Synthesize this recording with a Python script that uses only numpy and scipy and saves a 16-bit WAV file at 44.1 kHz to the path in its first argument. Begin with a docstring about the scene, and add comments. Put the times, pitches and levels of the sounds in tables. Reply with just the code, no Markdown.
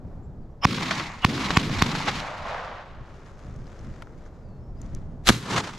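"""Shotguns in an open field

A nearby gun fires four quick shots, then the listener's own gun fires once. Each blast is a steep shock
and a low push of muzzle gas. The quick shots scatter off the scrub, slap back from a tree line and roll
in again from a far wooded hill; the last shot is answered by nearer bushes and trees.
Between the shots: light wind, a rustling sleeve, small clicks of the gun and faint birds."""
import sys
import numpy as np
from scipy import signal
from scipy.fft import rfft, irfft
from scipy.io import wavfile
from scipy.ndimage import uniform_filter1d

SR = 44100
rng = np.random.default_rng(int(sys.argv[2]) if len(sys.argv) > 2 else 0)


def store_wav(level_fs):
    """Save 16-bit WAV to argv[1]."""
    pcm = np.round(np.clip(np.atleast_2d(level_fs), -1, 1) * 32767)
    wavfile.write(sys.argv[1], SR, pcm.T.astype(np.int16))


N = 254898
TIME = np.arange(N) / SR
HZ = np.fft.rfftfreq(N, 1 / SR)


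def gain_of(db):
    """Decibels to amplitude."""
    return 10 ** (np.asarray(db) / 20)


def unit_rms(x):
    """Scales to rms 1."""
    return x / np.sqrt(np.mean(x ** 2) + 1e-20)


def curve(points):
    """Rows of (Hz, value), joined on a log frequency axis."""
    hz, value = np.transpose(points)
    return np.interp(np.log(HZ + 1), np.log(hz), value)


def add(mix, start_s, sound):
    """Mixes a sound in."""
    part = mix[..., round(start_s * SR):][..., :sound.shape[-1]]
    part += sound[..., :part.shape[-1]]


# Each row: frequency in Hz, left-right likeness from 0 to 1.
STEREO_LIKENESS = [(30, 0.83), (100, 1), (500, 0.97), (1200, 0.86), (2500, 0.69), (6000, 0.77), (12000, .7)]

def noise(colour, grain_db=0, likeness=1):
    """Coloured stereo noise of rms 1: countless tiny arrivals of uneven size."""
    grains = np.minimum(rng.exponential(1, N // 16 + 1), 5)
    sizes = gain_of(grain_db * np.repeat(grains, 16)[:N])
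    mid, side = rfft(rng.standard_normal((2, N)) * sizes)
    same = np.clip(curve(STEREO_LIKENESS) * likeness, -1, 1)
    mid, side = mid * np.sqrt(1 + same), side * np.sqrt(1 - same)
    return unit_rms(irfft(np.array([mid + side, mid - side]) * gain_of(curve(colour)), N))


def bursts(rows):
    """Gain that rises and decays exponentially around each peak."""
    gain = np.zeros(N)
    for peak_s, db, rise_s, decay_s in rows:
        near = (TIME > peak_s - 10 * rise_s) & (TIME < peak_s + 10 * decay_s)
        t = TIME[near] - peak_s
        gain[near] += gain_of(db) * np.exp(np.minimum(t / rise_s, -t / decay_s))
    return gain


def flicker(depth_db, step_s):
    """Gain that wanders to a new random level every step."""
    knots = rng.standard_normal(N)
    return gain_of(depth_db * np.interp(TIME / step_s, np.arange(N), knots))


def swell(start_s, db, attack_s, hold_s, t60, linger_db=-60, sag_db=0, delay_s=0, linger_t60=2.03):
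    """Gain with an attack, a sagging hold and a quick release into a lingering tail."""
    t = TIME - start_s - delay_s
    held = np.clip((t - attack_s) / hold_s, 0, 1)
    after_s = np.maximum(t - attack_s - hold_s, 0)
    release = gain_of(-sag_db * held - 60 * after_s / t60)
    linger = gain_of(linger_db - 60 * after_s / linger_t60)
    return gain_of(db) * np.clip(t / attack_s, 0, 1) * np.maximum(release, linger)


def shock(t, length_s):
    """A steep rise of pressure that swings into suction at t = 0."""
    u = t / length_s
    return -u * np.exp((1 - u ** 2) / 2)


def push(t, length_s, band_hz):
    """The slow bulge of muzzle gas, within the band that the microphone passes."""
    u = np.maximum(t, 0) / length_s
    bulge = (t > 0) * (1 - u) * np.exp(-u)
    wave = signal.sosfilt(signal.butter(2, band_hz, "band", fs=SR, output="sos"), bulge)
    return wave / abs(wave).max()


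def ring(t, hz, t60):
    """One dying mode, struck at t = 0."""
    t = np.maximum(t, 0)
    return np.sin(2 * np.pi * hz * t) * np.exp(-np.log(1000) * t / t60)


# Each row: peak time in seconds, buffeting in dB, wash in dB, rise and decay in seconds.
GUSTS = [(0.119, -47, -57.5, 0.12, 0.12), (.65, -54, -78, 0.59, 0.23), (1.8, -36, -78, .2, 0.2),
         (3.7, -49.5, -59.5, 0.34, 0.84), (5.12, -37, -66, 0.33, 0.11)]
# Wind spectra. Each row: frequency in Hz, relative level in dB.
BUFFET_COLOUR = [(8.8, -24.5), (15, 4.5), (38, -1), (130, -5), (237, -13), (288, -17), (339, -25.5),
                 (400, -23.5), (520, -71.5), (880, -120)]
WASH_COLOUR = [(150, -21), (330, 6.5), (600, 4), (1000, -4.5), (1700, -15.5), (2800, -28.5), (5000, -30),
               (7500, -34), (9500, -46.5), (13000, -39)]

def wind(buffet_db=-43, wash_db=-55):
    """Lumpy buffeting at the microphone under a soft wash; both swell with each gust."""
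    buffet = gain_of(buffet_db) + bursts([(s, db, rise, decay) for s, db, _, rise, decay in GUSTS])
    wash = gain_of(wash_db) + bursts([(s, db, rise, decay) for s, _, db, rise, decay in GUSTS])
    lumps = noise(BUFFET_COLOUR) * flicker(depth_db=3.5, step_s=0.059)
    return buffet * lumps + wash * noise(WASH_COLOUR)


# Each row: start and length in seconds, level in dB, first, middle and last pitch in Hz.
WHISTLES = [(.22, .05, -73, 7200, 7400, 7500), (.405, .05, -79, 5300, 4700, 4000),
            (.505, .03, -79, 5100, 5700, 6100), (4.36, .27, -75, 5450, 4550, 4300),
            (4.4, .25, -79, 2600, 2650, 2700), (4.56, .2, -76, 4950, 5400, 5350),
            (4.75, .07, -70, 4850, 4950, 5400)]

def birds():
    """Thin, far whistles that glide, blurred by the distance."""
    out = np.zeros(N)
    for start_s, length_s, db, *pitches_hz in WHISTLES:
        u = np.linspace(0, 1, int(length_s * SR))
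        glide_hz = np.polyval(np.polyfit([0, .5, 1], pitches_hz, 2), u)
        blur = 1 + .12 * uniform_filter1d(rng.standard_normal(N), size=30)[:len(u)]
        phase = 2 * np.pi * np.cumsum(glide_hz * blur) / SR
        add(out, start_s, gain_of(db) * np.sin(np.pi * u) * np.sin(phase))
    return out


# Each row: peak time in seconds, level in dB, ping pitch in Hz, relative ping level in dB.
RUSHES = [(0.645, -20, 5260, -3.5), (1.245, -23, 2890, 1), (1.565, -24.5, 7240, -9.5),
          (1.816, -33, 4450, 4)]
# Each row: frequency in Hz, relative level in dB.
RUSH_COLOUR = [(300, -15.5), (750, 0.5), (1100, 9.5), (1600, -5), (3200, 3), (3900, -19.5), (6500, -31),
               (8500, -38.5), (13000, -33.5)]

def rushes():
    """A brief zipping rush with a thin ping in it swells into each quick shot."""
    out = np.zeros((2, N))
    hiss = noise(RUSH_COLOUR)
    for peak_s, db, ping_hz, ping_db in RUSHES:
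        ping = np.sin(2 * np.pi * ping_hz * TIME) * flicker(depth_db=6, step_s=0.001)
        fade_in = np.clip((TIME - peak_s + 0.035) / 0.028, 0, 1)
        out += bursts([(peak_s, db, .011, .004)]) * fade_in * (hiss + gain_of(ping_db) * ping)
    return out


# Each row: time in seconds, blast in dB, shock length in seconds, then offsets in dB
# for the ring, the snap, the hill echo and the nearer echoes.
QUICK_SHOTS = [(0.6521, 6, 0.00013, 0.5, -16.5, -1.5, 0.5), (1.2485, 5.5, 0.00011, -1, -12, -14, 1),
               (1.5719, 7, 0.0001, -5.5, -13, -2.5, 0.5), (1.8224, 3, 0.00011, -6.5, -8.5, 0, -3)]
# Each row: frequency in Hz, relative level in dB.
GRIT_COLOUR = [(300, -86), (900, -81), (2700, -0.5), (3800, -4.5), (5200, -6), (7000, -11.5), (8500, -33.5),
               (12500, -25.5)]

def nearby_gun(lead_s=0.002728, lead_db=-6.5):
    """Four blasts, each led by a weaker shock: a steep front, a short ring, a low push and grit."""
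    def crack(t, length_s, ring_db, snap_db):
        front = gain_of(snap_db - 5) * shock(t + length_s, length_s=.00003)
        return shock(t, length_s) + front + gain_of(ring_db) * ring(t - .0005, hz=1030, t60=0.0062)

    out = np.zeros(N)
    t = TIME[:SR // 10] - .01
    gas = gain_of(-6.5) * push(t - .0006, length_s=0.0012, band_hz=(54.5, 262))
    for shot_s, db, length_s, ring_db, snap_db, *_ in QUICK_SHOTS:
        main = crack(t, length_s, ring_db, snap_db)
        lead = gain_of(lead_db) * crack(t + lead_s, length_s, ring_db, snap_db)
        add(out, shot_s + t[0], gain_of(db) * (lead + main + gas))
    grit = bursts([(s, db + snap_db, .0003, .002) for s, db, _, _, snap_db, *_ in QUICK_SHOTS])
    return out + grit * noise(GRIT_COLOUR)


def answer(shots, *places):
    """Echo gain: each place answers late, holds while sound crosses it, then fades. Powers add."""
    return np.sqrt(sum((gain_of(db) * swell(s, **place)) ** 2 for s, db in shots for place in places))


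# Echo envelopes of the land, as settings of swell().
GROUND = dict(delay_s=0.0049, db=-22, attack_s=0.033, hold_s=0.31, sag_db=10.5, t60=0.47, linger_db=-21.5)
FURROWS = dict(delay_s=0.0098, db=-33, attack_s=.012, hold_s=0.07, sag_db=2, t60=0.65)
SCRUBLAND = dict(delay_s=.003, db=-29, attack_s=0.012, hold_s=0.33, sag_db=4, t60=0.51, linger_db=-15.5)
TREE_LINE = dict(delay_s=0.11, db=-28.5, attack_s=.06, hold_s=0.19, sag_db=3.5, t60=.85)
FAR_HILL = dict(delay_s=0.576, db=-31.5, attack_s=0.095, hold_s=0.32, sag_db=9.5, t60=.4, linger_db=-14.5)
HILL_TREETOPS = dict(delay_s=.6, db=-49, attack_s=0.083, hold_s=0.032, sag_db=3.5, t60=.7, linger_db=-17)
# Hard echoes off single trees. Each row: peak time in seconds, level in dB, rise and decay in seconds.
SLAPS = [(.732, -25, .003, .004), (.783, -20.5, .004, .005), (.9105, -12, .0008, .008),
         (.998, -18.5, .0005, .007), (1.379, -20.5, .003, .004), (1.5055, -10.5, .0004, .004),
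         (1.698, -23, .004, .005), (1.952, -18, .002, .003), (2.085, -16, .011, .011)]
# Echo spectra. Each row: frequency in Hz, relative level in dB.
RUMBLE_COLOUR = [(30, -16), (80, -5.5), (130, 5), (190, 4), (280, 0), (420, -9), (520, -12), (700, -28.5),
                 (1500, -44)]
HOLLOW_COLOUR = [(150, -19.5), (270, 2), (400, -2), (530, -3.5), (700, -21), (1200, -44)]
SCRUB_COLOUR = [(250, -39.5), (550, -13.5), (800, -12), (1100, -3), (1600, -3), (2400, -2), (4000, -2),
                (5500, -9), (7200, -15.5), (8500, -22.5), (12500, -34)]
ROAR_COLOUR = [(300, -28), (550, -11), (750, -2), (1100, 1.5), (1500, -7), (2200, -2), (3500, -24),
               (7000, -21), (13000, -71)]
HILL_COLOUR = [(200, -45.5), (420, -8.5), (600, 3), (1000, 1.5), (1500, -2.5), (2500, -11), (4000, -19.5),
               (6500, -31), (9000, -51.5), (13000, -79)]
SLAP_COLOUR = [(80, -16), (170, 2), (480, -8.5), (750, 1), (1100, 2), (1700, -1), (3000, -8), (6000, -15.5),
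               (12000, -52)]

def field_echoes():
    """The quick shots scatter back from ground, furrows, scrub, trees and the far hill."""
    near = [(s, db) for s, *_, db in QUICK_SHOTS]
    far = [(s, db) for s, *_, db, _ in QUICK_SHOTS]
    rumble = answer(near, GROUND) * noise(RUMBLE_COLOUR, grain_db=2.5)
    hollow = answer(near, FURROWS) * noise(HOLLOW_COLOUR, grain_db=2.5)
    foliage = np.hypot(answer(near, SCRUBLAND), answer(far, HILL_TREETOPS))
    crackle = foliage * noise(SCRUB_COLOUR, grain_db=0.5) * flicker(depth_db=3.5, step_s=0.0086)
    roar = answer(near, TREE_LINE) * noise(ROAR_COLOUR, grain_db=3)
    hill = answer(far, FAR_HILL) * noise(HILL_COLOUR, grain_db=2)
    slaps = bursts(SLAPS) * noise(SLAP_COLOUR)
    return rumble + hollow + crackle + roar + hill + slaps


# Each row: start and hold in seconds, level in dB.
SWISHES = [(3.01, 0.52, -59), (3.64, 0.29, -59), (4.146, 0.026, -68), (4.746, 0.15, -61)]
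# Each row: frequency in Hz, relative level in dB.
SLEEVE_COLOUR = [(710, -8.5), (1200, 5), (1960, -1), (2610, -8), (4260, -11.5), (6730, -11.5), (8640, -25),
                 (11400, -30), (13000, -56)]

def sleeve():
    """Cloth brushes with each move of the gun: a grainy rustle."""
    brushing = sum(swell(start_s, db, attack_s=0.082, hold_s=hold_s, t60=0.51, linger_db=-4.5)
                   for start_s, hold_s, db in SWISHES)
    return brushing * noise(SLEEVE_COLOUR, grain_db=3) * flicker(depth_db=1.5, step_s=.02)


# Each row: start in seconds, level in dB, centre in Hz, width in octaves, decay in seconds.
CLICKS = [(3.392, -53, 4380, 0.35, 0.0024), (3.561, -54.5, 6100, 0.34, .003),
          (3.669, -52.5, 4500, 0.47, .002), (3.792, -50.5, 5900, 0.26, .002),
          (4.022, -34.5, 1100, 1.02, 0.0036), (4.072, -43, 1380, 0.26, 0.0027),
          (4.8166, -43, 6600, 0.16, 0.0015), (4.9495, -37, 6600, 0.28, 0.00074)]

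def gun_clicks():
    """Handling the gun makes dry ticks, each a fast-dying band of noise."""
    out = np.zeros((2, N))
    t = TIME[:4096]
    hz = np.fft.rfftfreq(len(t), 1 / SR) + 1
    for start_s, db, centre_hz, octaves, decay_s in CLICKS:
        white = rng.standard_normal(len(t)) + .5 * rng.standard_normal((2, len(t)))
        band = 1 / (1 + (np.log2(hz / centre_hz) / octaves) ** 2 / 2) ** 2
        tick = unit_rms(irfft(rfft(white) * band))
        add(out, start_s, gain_of(db) * tick * np.exp(-t / decay_s))
    return out


# Each row: peak time in seconds, level in dB, rise and decay in seconds.
OWN_CRACKS = [(5.276, -19, 0.0068, 0.0048), (5.2803, -10, 0.00044, 0.0019), (5.284, -19.5, 0.0061, 0.013),
              (5.2894, 7.5, 0.00059, 0.0017), (5.2942, -1.5, 0.0006, 0.006), (5.321, -21, 0.0085, 0.055)]
# Each row: frequency in Hz, relative level in dB.
CRACK_COLOUR = [(120, 4.5), (220, -5.5), (450, -5), (800, -3.5), (1300, 2), (2000, -1.5), (2700, -3),
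                (3900, -1), (5200, -7), (7000, -7), (8600, -14.5), (10500, -16.5), (13000, -22.5)]
# Muzzle blast, then its ground bounce. Each row: time in seconds, shock in dB,
# shock length in seconds, push in dB, push length in seconds.
OWN_BLASTS = [(5.294, 4, 0.00013, 3, 0.0022), (5.3025, -0.5, 0.00014, 4, 0.0092)]
OWN_SHOT_S = OWN_BLASTS[0][0]

def own_gun():
    """Harsh cracks, the blast and its ground bounce; the recoil thumps and a low boom hangs on."""
    out = bursts(OWN_CRACKS) * noise(CRACK_COLOUR, grain_db=2.5, likeness=0.92)
    t = TIME[:SR // 2] - .01
    for blast_s, shock_db, shock_s, push_db, push_s in OWN_BLASTS:
        gas = gain_of(push_db) * push(t, push_s, band_hz=(134.5, 326))
        add(out, blast_s + t[0], gain_of(shock_db) * shock(t, shock_s) + gas)
    recoil = gain_of(-17) * ring(t, hz=64.3, t60=0.18)
    boom = gain_of(-10.5) * ring(t, hz=121, t60=0.35) + gain_of(-36.5) * ring(t, hz=212, t60=.1)
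    add(out, OWN_SHOT_S + t[0], recoil + boom)
    return out


# Echo envelopes of the last shot, as settings of swell().
OWN_GROUND = dict(delay_s=.008, db=-22, attack_s=0.014, hold_s=.02, sag_db=-0.5, t60=0.46, linger_db=-44)
NEAR_BUSHES = dict(delay_s=0.092, db=-30.5, attack_s=0.071, hold_s=0.21, sag_db=2, t60=0.51, linger_db=-8.5)
NEAR_TREES = dict(delay_s=0.19, db=-23, attack_s=0.018, hold_s=0.083, sag_db=-2.5, t60=0.22, linger_db=-16)
# Each row: frequency in Hz, relative level in dB.
THICKET_COLOUR = [(220, -14), (380, -2), (600, -7), (950, 0), (1700, -4.5), (2500, -8.5), (4400, -11.5),
                  (7000, -17.5), (8600, -24.5), (13000, -42)]

def thicket_echoes(bass_db=-2):
    """The last shot, fired toward nearer bushes and trees, rumbles and crackles back."""
    shot = [(OWN_SHOT_S, 0)]
    thicket = answer(shot, NEAR_BUSHES, NEAR_TREES)
    bass = answer(shot, OWN_GROUND) + gain_of(bass_db) * thicket
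    rumble = bass * noise(RUMBLE_COLOUR, grain_db=2.5)
    crackle = thicket * noise(THICKET_COLOUR, grain_db=2) * flicker(depth_db=3.5, step_s=0.0086)
    return rumble + crackle


def locate(sound, phase_rad, balance_db):
    """Direction: small differences of phase and level between the two microphone ports."""
    half = np.exp(.5j * curve(phase_rad)) * gain_of(curve(balance_db) / 2)
    return irfft(rfft(sound) * np.array([half, 1 / half]), N)


# Each row: frequency in Hz, lead of the left port in radians.
NEARBY_PHASE_RAD = [(150, -.05), (1500, -0.29), (7000, -0.4), (11000, .1)]
OWN_PHASE_RAD = [(60, -.05), (300, -0.4), (3100, -0.43), (8000, -.1)]
# Each row: frequency in Hz, level of left over right in dB.
NEARBY_BALANCE_DB = [(60, -1.0), (180, -1), (510, -0.5), (1500, -2.5), (4370, 0), (12800, -1.5)]
OWN_BALANCE_DB = [(60, 0.69), (180, -1.5), (510, -0.69), (1500, 0.0), (4370, 0.64), (12800, 0.73)]

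def scene():
    """Both guns, each from its own direction, their echoes and the quiet field."""
    quick_shots = locate(nearby_gun() + rushes(), NEARBY_PHASE_RAD, NEARBY_BALANCE_DB)
    last_shot = locate(own_gun(), OWN_PHASE_RAD, OWN_BALANCE_DB)
    handling = (sleeve() + gun_clicks()) * gain_of([[1.5], [-1.5]])  # slightly left
    return wind() + birds() + quick_shots + field_echoes() + handling + last_shot + thicket_echoes()


def record(dry, threshold_db=-17, duck_db_per_db=0.52, recovery_db_per_s=22, cutoff_hz=13250):
    """Gain control ducks at each blast and recovers; peaks clip; a low-pass follows."""
    power = uniform_filter1d((dry ** 2).mean(0), size=400)
    power_db = 10 * np.log10(abs(power) + 1e-12)
    fall_db = recovery_db_per_s * TIME
    held_db = np.maximum.accumulate(power_db + fall_db) - fall_db  # falling peak hold
    over_db = np.maximum(held_db - threshold_db, 0)
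    ducked = dry / gain_of(duck_db_per_db * uniform_filter1d(over_db, size=200))
    clipped = np.clip(ducked, -.93, .93)
    lowpass = signal.firwin(301, cutoff_hz, window=("kaiser", 8), fs=SR)
    return signal.oaconvolve(clipped, lowpass[None], "same")


dry = scene()
out = record(dry)
store_wav(out)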